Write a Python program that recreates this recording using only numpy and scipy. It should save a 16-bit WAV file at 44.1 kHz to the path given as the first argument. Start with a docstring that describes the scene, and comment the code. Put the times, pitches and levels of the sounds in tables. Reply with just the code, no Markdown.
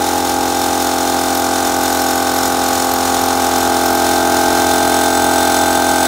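"""First heard: the fast thumping hum and clatter of a small piston air compressor on a factory floor.
The microphone moves closer after about three seconds. Each crank turn drives a stack of hum orders, a rasp
of air-shaped noise through resonators, and valve ticks and hiss that ring the metal casing; some strokes squeak.
Behind: filtered-noise wash of fan and hall, a weak mains tone, a faint far motor as a gliding sine."""
import sys
import numpy as np
from scipy import signal
from scipy.fft import rfft, irfft
from scipy.io import wavfile
from scipy.ndimage import uniform_filter1d

SR = 44100
rng = np.random.default_rng(int(sys.argv[2]) if len(sys.argv) > 2 else 0)


def unload_audio(sound):
    """Save the sound as a 16-bit wav file, at the path given as the first command line argument."""
    columns = np.transpose(np.atleast_2d(sound))
    # keep every value between -1 and 1, then stretch to whole-number steps
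    steps = np.round(np.clip(columns, -1, 1) * 32767)
    wavfile.write(sys.argv[1], SR, steps.astype(np.int16))


N = 267951
TIME_S = np.arange(N) / SR

# walk of the microphone: (time [s], nearness [0-1], look down on cylinder head [0-1])
WALK = [(0, 0.3, 0.23), (.8, 0.14, 0.22), (2.9, .05, 0), (3.9, 0.67, 0.3), (4.5, 1, 0.5), (4.9, 0.9, .98)]
# low crank orders heard from far: (order [x crank speed], relative level [dB])
HUM_ORDERS_FAR = [(1, -27.5), (2, -13.5), (3, -40), (4, -18.5), (5, -20.5), (6, -1.5), (7, -6), (8, -5.5),
                  (9, -12), (10, -5.5), (11, -19), (12, -7.5), (13, -22.5), (14, -14.5), (15, -3.5),
                  (16, -6), (17, -11), (18, -1), (19, 0), (20, -12.5), (21, -10)]
# low crank orders heard from near: (order [x crank speed], relative level [dB])
HUM_ORDERS_NEAR = [(1, -26), (2, -13), (3, -27), (4, -19), (5, -18), (6, -2), (7, -5.5), (8, -5), (9, -14),
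                   (10, -5), (11, -12), (12, -19.5), (13, -14), (14, -13.5), (15, -2), (16, -2.5),
                   (17, -20), (18, -3), (19, 1.5), (20, -8.5), (21, -6)]
# air pulses that set the phases of the orders: (place [turns], centre [Hz], width [Hz], weight [dB])
AIR_PULSES = [(0.135, 450, 510, -3), (0.183, 1080, 90, -6), (0.461, 580, 170, -3), (0.574, 1400, 70, -22),
              (0.685, 240, 60, 1), (0.821, 490, 670, -11), (0.897, 900, 530, -4), (0.912, 1060, 300, -4)]
# air flow over one turn: (place [turns], hiss [dB], rasp [dB])
AIR_FLOW = [(.02, -11.5, -4.5), (.15, -3, 0.5), (.3, -3.5, 2), (.43, -3.5, 3), (.58, -5.5, -1),
            (.7, -4, -9.5), (.85, -5, -3.5), (.89, -8, -2)]
# air passages rung by the rasp: (centre [Hz], width [Hz], level [dB])
AIR_PASSAGES = [(807, 94, 3.5), (735, 96, -10), (1414, 63, -2.5)]
# cylinder head resonances: (centre [Hz], width [Hz], far level [dB], near level [dB])
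HEAD_MODES = [(1042, 20, -10, -28), (1084, 13, -26, -9), (1129, 15, -7.5, -37), (1216, 14, -9.5, -21),
              (1259, 38, -9, -8.5), (1392, 38, -12, -12.5), (1476, 20, -20, -16.5), (1554.6, 40, -8.5, -5),
              (2172, 30, -31, -18)]
# hall standing waves crossed by the microphone: (time [s], centre [Hz], peak or dip [dB])
STANDING_WAVES = [(.1, 259, -2.5), (.1, 842, 3.5), (.15, 678, -9.5), (2.2, 1504, 14), (3.05, 651, -4),
                  (3.1, 1565, -5.5), (3.2, 312, -7.5), (4.4, 518, -10), (4.199, 362, 3.5), (6, 436, -4.5)]
# valve and piston ticks: (place [turns], level before scatter [dB])
VALVE_TICKS = [(0.87, -0.5), (.905, 2), (0.944, 0), (0.981, -2), (.03, 6), (0.131, -2.5), (.3, -1),
               (.72, -1)]
# harder piston knocks: (time [s], level [dB])
PISTON_KNOCKS = [(3.145, 8), (3.306, 6)]
# broad clatter spectrum: (frequency [Hz], far density [dB per Hz], near density [dB per Hz])
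CLATTER_SPECTRUM = [(404, -10.5, -24), (1100, -2, -4), (1620, 2, 0.5), (2150, -1.5, 0), (2940, -3, -2.5),
                    (4080, 4, 3), (4650, -1.5, 0), (6400, -1.5, -1.5), (8500, -1.5, -2), (9700, -7, -4.5),
                    (13000, -8.5, -5), (15800, -6.5, -2.5)]
# casing modes: (centre [Hz], width [Hz], far lift [dB], near lift [dB])
CASING_MODES = [(3120, 46, 3, 6), (3560, 87, 1.5, 7.5), (4090, 38, -5, 7.5), (5330, 64, 7, 0),
                (5970, 78, 9, 9), (6640, 85, -4.5, 8.5), (6710, 39, 11, 6), (7910, 40, 8, 1),
                (9140, 130, 7, 6.5), (9200, 53, -4, -3), (10100, 90, 5, 4.5), (11400, 130, 7.5, -3),
                (14400, 400, 6, 1.5)]
# reeds and rubbing parts, rung once a turn:
# (place [turns], decay length [turns], centre [Hz], width [Hz], far level [dB], near level [dB])
REED_RINGS = [(0.8, 0.097, 5330, 123, -12, -15.5), (.87, 0.086, 6880, 77, -11.5, -21.5),
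              (.865, 0.21, 9060, 1200, -20.5, -10.5), (0.5, 0.17, 9540, 57, -16, -26),
              (.93, 0.12, 4060, 270, -22, -18.5), (.88, 0.16, 6300, 360, -19, -15.5),
              (0.03, 0.13, 7900, 45, -30, -11.5), (0.02, 0.22, 3610, 44, -18.5, -14),
              (.87, 0.086, 10900, 2000, -18.5, -18)]
# spells of strong valve squeak: (start [s], end [s])
SQUEAK_SPELLS = [(0.619, 0.69), (.81, .89), (1.33, 1.4), (1.8, 1.95), (2.0, 2.2), (2.3, 2.54), (2.62, 2.77),
                 (2.9, 3), (3.22, 3.2), (3.82, 4)]
# fan and hall spectrum: (frequency [Hz], density [dB per Hz])
WASH_SPECTRUM = [(20, -22), (32, -12), (55, 3.5), (100, -0.5), (130, 0.5), (260, 2), (400, 3.5),
                 (550, -1.5), (1000, 4), (2000, -4), (6000, -11), (16000, -37)]
# far motor: (time of top speed [s], top frequency [Hz], level at top speed [dB])
FAR_MOTOR_RUNS = [(.3, 272, -40), (3.521, 256.6, -36)]

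# crank slows steadily as the tank fills
START_TURN, START_TURNS_PER_S, SAG_TURNS_PER_S2 = .041, 43.599, .0545
LOAD_S = 2.3  # time constant of the pump load
# base level, rise at full nearness, rise at full load
PUMP_DB, PUMP_NEAR_DB, PUMP_LOAD_DB = -16.5, 2.5, 1.3
CLATTER_DB, CLATTER_NEAR_DB, CLATTER_LOAD_DB = -22.5, 0.5, 2.06
# slope of the higher orders; they also grow with load
UPPER_HZ, UPPER_DB, UPPER_DB_PER_OCTAVE, UPPER_LOAD_DB = 944, -23, -10, 6
NODE_S, NODE_HZ = 0.66, 25.3  # extent of a standing wave to 1/e of its dB
# squeak levels before uneven strokes and mix; faint squeaks come by chance around a centre time
STRONG_SQUEAK_DB, FAINT_SQUEAK_DB = -32.5, -34.5
FAINT_SQUEAK_S, FAINT_SQUEAK_SPREAD_S = 2.3, 1.8
MOTOR_OCTAVES_PER_S, MOTOR_FADE_DB_PER_S = .5, 16
MAINS_HZ, EDGE_HZ = 100, 15780


def amp(db):
    """Decibels to gain."""
    return 10 ** (np.asarray(db) / 20)


def unit(x):
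    """Scales to rms 1."""
    return x / np.sqrt(np.mean(x ** 2) + 1e-20)


def curve(rows, column=1):
    """One column of a time table at every sample."""
    rows = np.asarray(rows)
    return np.interp(TIME_S, rows[:, 0], rows[:, column])


def colour(rows, hz, column=1):
    """One column of a spectrum table as gain at hz, interpolated over log frequency."""
    rows = np.asarray(rows)
    return amp(np.interp(np.log(hz + 1), np.log(rows[:, 0]), rows[:, column]))


def drift(rate_hz):
    """Random wander: low-passed noise, scaled to rms 1 over about 20 s."""
    count, grid_hz = 4096, 200
    hz = np.fft.rfftfreq(count, 1 / grid_hz)
    spectrum = rfft(rng.standard_normal(count)) / (1 + (hz / rate_hz) ** 2)
    slow = unit(irfft(spectrum))
    return np.interp(TIME_S * grid_hz, np.arange(len(slow)), slow)


def resonate(x, hz, width_hz):
    """One-pole complex resonance of about gain 1 at its centre."""
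    r = np.exp(-np.pi * width_hz / SR)
    return 2 * signal.lfilter([1 - r], [1, -r * np.exp(2j * np.pi * hz / SR)], x).real


def steady(x, firmness):
    """Self-limiting vibration: evens out power smoothed over turns."""
    turn_samples = int(SR / np.mean(speed_turns_per_s()))
    power = uniform_filter1d(uniform_filter1d(x ** 2, turn_samples), turn_samples)
    return unit(x / (abs(power) + 1e-12) ** (firmness / 2))


def speed_turns_per_s():
    """Crank speed at every sample, falling linearly."""
    return START_TURNS_PER_S - SAG_TURNS_PER_S2 * TIME_S


def air_flow(turns, column):
    """Gain of the air flow at the crank's present place."""
    rows = np.asarray(AIR_FLOW)
    return amp(np.interp(turns, rows[:, 0], rows[:, column], period=1))


def pass_times_s(turns, place):
    """Times at which the crank passes one place in its turn."""
    whole_turns = np.arange(np.ceil(turns[0] - place), turns[-1] - place)
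    return np.interp(whole_turns + place, turns, TIME_S)


def clicks(times_s, sizes):
    """Train of single-sample clicks."""
    samples = np.clip(np.round(times_s * SR).astype(int), 0, N - 1)
    return np.bincount(samples, sizes, N)


def order_gains(low, column, count=55):
    """Low orders from their table; higher ones from a falling slope plus cylinder head resonances."""
    hz = np.arange(len(low) + 1, count + 1) * np.mean(speed_turns_per_s())
    slope = amp(UPPER_DB + UPPER_DB_PER_OCTAVE * np.log2(hz / UPPER_HZ))
    rung = sum(amp(row[column + 1]) / (1 + (2 * (hz - row[0]) / row[1]) ** 2) for row in HEAD_MODES)
    return np.concatenate([amp(np.transpose(low)[1]), np.hypot(slope, rung)])


def standing_wave_gain(hz):
    """Gain of one tone over time as the microphone crosses standing waves near its frequency."""
    t = TIME_S[::SR // 100]
    gain_db = sum(db * np.exp(-((t - s) / NODE_S) ** 2 - ((hz - centre) / NODE_HZ) ** 2)
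                  for s, centre, db in STANDING_WAVES)
    return np.interp(TIME_S, t, amp(gain_db))


def hum(turns, near, load, wander_db=3.4, shake_db=0.17, wobble_turns=0.00082,
        beat_hz=41.0, beat_depth=0.051, beat_width_hz=90, beat_slip_rad=1.0):
    """Air pulses repeat each turn, forming crank orders whose balance shifts with listening place."""
    far_gain, near_gain = order_gains(HUM_ORDERS_FAR, column=1), order_gains(HUM_ORDERS_NEAR, column=2)
    order = np.arange(1, len(far_gain) + 1)
    hz = order * np.mean(speed_turns_per_s())
    # each order takes its phase from the pulses near its frequency
    pulse_sum = sum(amp(db) / (1 + (2 * (hz - centre) / width) ** 2) * np.exp(-2j * np.pi * order * place)
                    for place, centre, width, db in AIR_PULSES)
    phase_rad = np.angle(pulse_sum)
    crank_rad = 2 * np.pi * (turns + wobble_turns * drift(rate_hz=33))
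    # orders near the first air passage flutter
    beating = np.cos(2 * np.pi * beat_hz * TIME_S + beat_slip_rad * drift(rate_hz=0.81))
    depth = beat_depth / (1 + (2 * (hz - AIR_PASSAGES[0][0]) / beat_width_hz) ** 2)
    out = np.zeros(N)
    for k, f, far, close, lag, share in zip(order, hz, far_gain, near_gain, phase_rad, depth):
        # short waves shift most as the microphone sways
        wander = amp(wander_db * k / len(order) * drift(rate_hz=0.091))
        strain = amp(UPPER_LOAD_DB * (load - 1)) if k > len(HUM_ORDERS_FAR) else 1
        place_gain = far + (close - far) * near
        gain = place_gain * strain * standing_wave_gain(f) * wander * (1 + share * beating)
        out += gain * np.cos(k * crank_rad + lag)
    levelled = unit(out / np.sqrt(uniform_filter1d(out ** 2, SR // 2)))
    return levelled * amp(shake_db * drift(rate_hz=24))


def rasp(turns, rebound=0.45, firmness=0.92):
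    """Gusts of turbulent air ring the pump passages."""
    gusts = rng.standard_normal(N) * air_flow(turns, column=2)
    # a full stroke leaves less air for the next
    gusts = gusts - rebound * np.interp(turns - 1, turns, gusts, left=0)
    air = sum(amp(db) * resonate(resonate(gusts, hz, width), hz, width * 4)
              for hz, width, db in AIR_PASSAGES)
    return steady(air, firmness)


def clatter(turns, above, hiss_db=-.5, casing_db=-1.0, stroke_db=0.77):
    """Ticks and hiss pass the casing and the reeds ring; the mix follows the view of the cylinder head."""
    hiss = unit(rng.standard_normal(N) * air_flow(turns, column=1))
    drive = ticks(turns) + amp(hiss_db) * hiss
    body = unit((1 - above) * casing(drive, column=1) + above * casing(drive, column=2))
    reeds = sum(amp(far_db + (near_db - far_db) * above) * ring(turns, place, length, hz, width)
                for place, length, hz, width, far_db, near_db in REED_RINGS)
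    return (amp(casing_db) * body + reeds) * amp(stroke_db * drift(rate_hz=13))  # some strokes rattle harder


def ticks(turns, jitter_s=.00004, scatter_db=3.5, ring_s=0.0014, hall_db=-4, hall_s=0.038):
    """Ticks and knocks rattle briefly through metal and are thrown back by floor and racks."""
    t = np.arange(SR // 4) / SR
    knock_s, knock_db = np.transpose(PISTON_KNOCKS)
    trains = [clicks(knock_s, amp(knock_db))]
    for place, db in VALVE_TICKS:
        times_s = pass_times_s(turns, place)
        late, strength = rng.uniform(-1, 1, (300, 2))[:len(times_s)].T
        trains.append(clicks(times_s + 2 * jitter_s * late, amp(db + scatter_db * strength)))
    out = np.zeros(N)
    for train in trains:
        rattle, echoes = rng.standard_normal((2, len(t)))
        response = unit(rattle * np.exp(-t / ring_s)) + amp(hall_db) * unit(echoes * np.exp(-t / hall_s))
        out += signal.oaconvolve(train, response)[:N]
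    return unit(out)


def casing(x, column, size=8192):
    """Minimum-phase filter of the metal casing: broad spectrum with ringing modes on top."""
    hz = np.fft.rfftfreq(size, 1 / SR)
    modes = sum((amp(row[column + 1]) - 1) / (1 + 2j * (hz - row[0]) / row[1]) for row in CASING_MODES)
    log_gain = np.log(colour(CLATTER_SPECTRUM, hz, column=column) * abs(1 + modes))
    circle = np.concatenate([log_gain, log_gain[-2:0:-1]])
    response = np.fft.ifft(np.exp(np.conj(signal.hilbert(circle)))).real
    return unit(signal.oaconvolve(x, response[:size // 2])[:N])


def ring(turns, place, length_turns, hz, width_hz, firmness=0.49):
    """Noise chatter starts at one place in each turn, decays and rings one resonance."""
    chatter = np.exp(-((turns - place) % 1) / length_turns) * rng.standard_normal(N)
    return steady(resonate(resonate(chatter, hz, width_hz), hz, width_hz * 4), firmness)


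def squeak(turns, hz=12200, width_hz=430, place=.875, length_turns=0.17, uneven_db=3.3):
    """For a few strokes at a time the outlet valve gives a very short, high squeak."""
    strong = amp(STRONG_SQUEAK_DB) * sum((TIME_S > start) & (TIME_S < end) for start, end in SQUEAK_SPELLS)
    likely = np.exp(-((TIME_S - FAINT_SQUEAK_S) / FAINT_SQUEAK_SPREAD_S) ** 2 / 2)
    faint = amp(FAINT_SQUEAK_DB) * (drift(rate_hz=7) > 0) * likely
    spells = uniform_filter1d(np.maximum(strong, faint), size=400)
    return ring(turns, place, length_turns, hz, width_hz) * spells * amp(uneven_db * drift(rate_hz=20))


def wash(patch_db=1.5):
    """Fan air and hall rumble: coloured noise with a wandering level."""
    spectrum = rfft(rng.standard_normal(N)) * colour(WASH_SPECTRUM, np.fft.rfftfreq(N, 1 / SR))
    return unit(irfft(spectrum, N)) * amp(patch_db * drift(rate_hz=6.9))


def mains_tone():
    """Steady sine at MAINS_HZ."""
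    return unit(np.sin(2 * np.pi * MAINS_HZ * TIME_S))


def far_motor():
    """A soft tone across the hall swells as it winds up and fades as it coasts down."""
    out = np.zeros(N)
    for top_s, top_hz, db in FAR_MOTOR_RUNS:
        away_s = abs(TIME_S - top_s)
        hz = top_hz * 2 ** (-MOTOR_OCTAVES_PER_S * away_s)
        tone = unit(np.sin(2 * np.pi * np.cumsum(hz) / SR))
        out += amp(db - MOTOR_FADE_DB_PER_S * away_s) * tone
    return out


def scene(hum_db=-0.69, rasp_db=-11.0, squeak_db=-1.5, wash_db=-32.0, wash_rise_db=3, mains_db=-53):
    """One crank drives all the compressor's pump and metal sounds; the background is added."""
    turns = START_TURN + np.cumsum(speed_turns_per_s()) / SR
    near, above = (np.clip(curve(WALK, column=k), 0, 1) for k in (1, 2))
    load = 1 - np.exp(-TIME_S / LOAD_S)
    pump_gain = amp(PUMP_DB + PUMP_NEAR_DB * near + PUMP_LOAD_DB * load)
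    pump = pump_gain * (amp(hum_db) * hum(turns, near, load) + amp(rasp_db) * rasp(turns))
    clatter_gain = amp(CLATTER_DB + CLATTER_NEAR_DB * near + CLATTER_LOAD_DB * load)
    metal = clatter_gain * clatter(turns, above) + amp(squeak_db) * squeak(turns)
    mains = amp(mains_db) * mains_tone()
    air = amp(wash_db + wash_rise_db * near) * wash()
    return (pump + metal + mains + air + far_motor())[None]


def record(dry):
    """Band limit: linear-phase low-pass at EDGE_HZ."""
    low_pass = signal.firwin(1023, EDGE_HZ, window=("kaiser", 9), fs=SR)
    return signal.oaconvolve(dry, low_pass[None], "same")


dry = scene()
out = record(dry)
unload_audio(out)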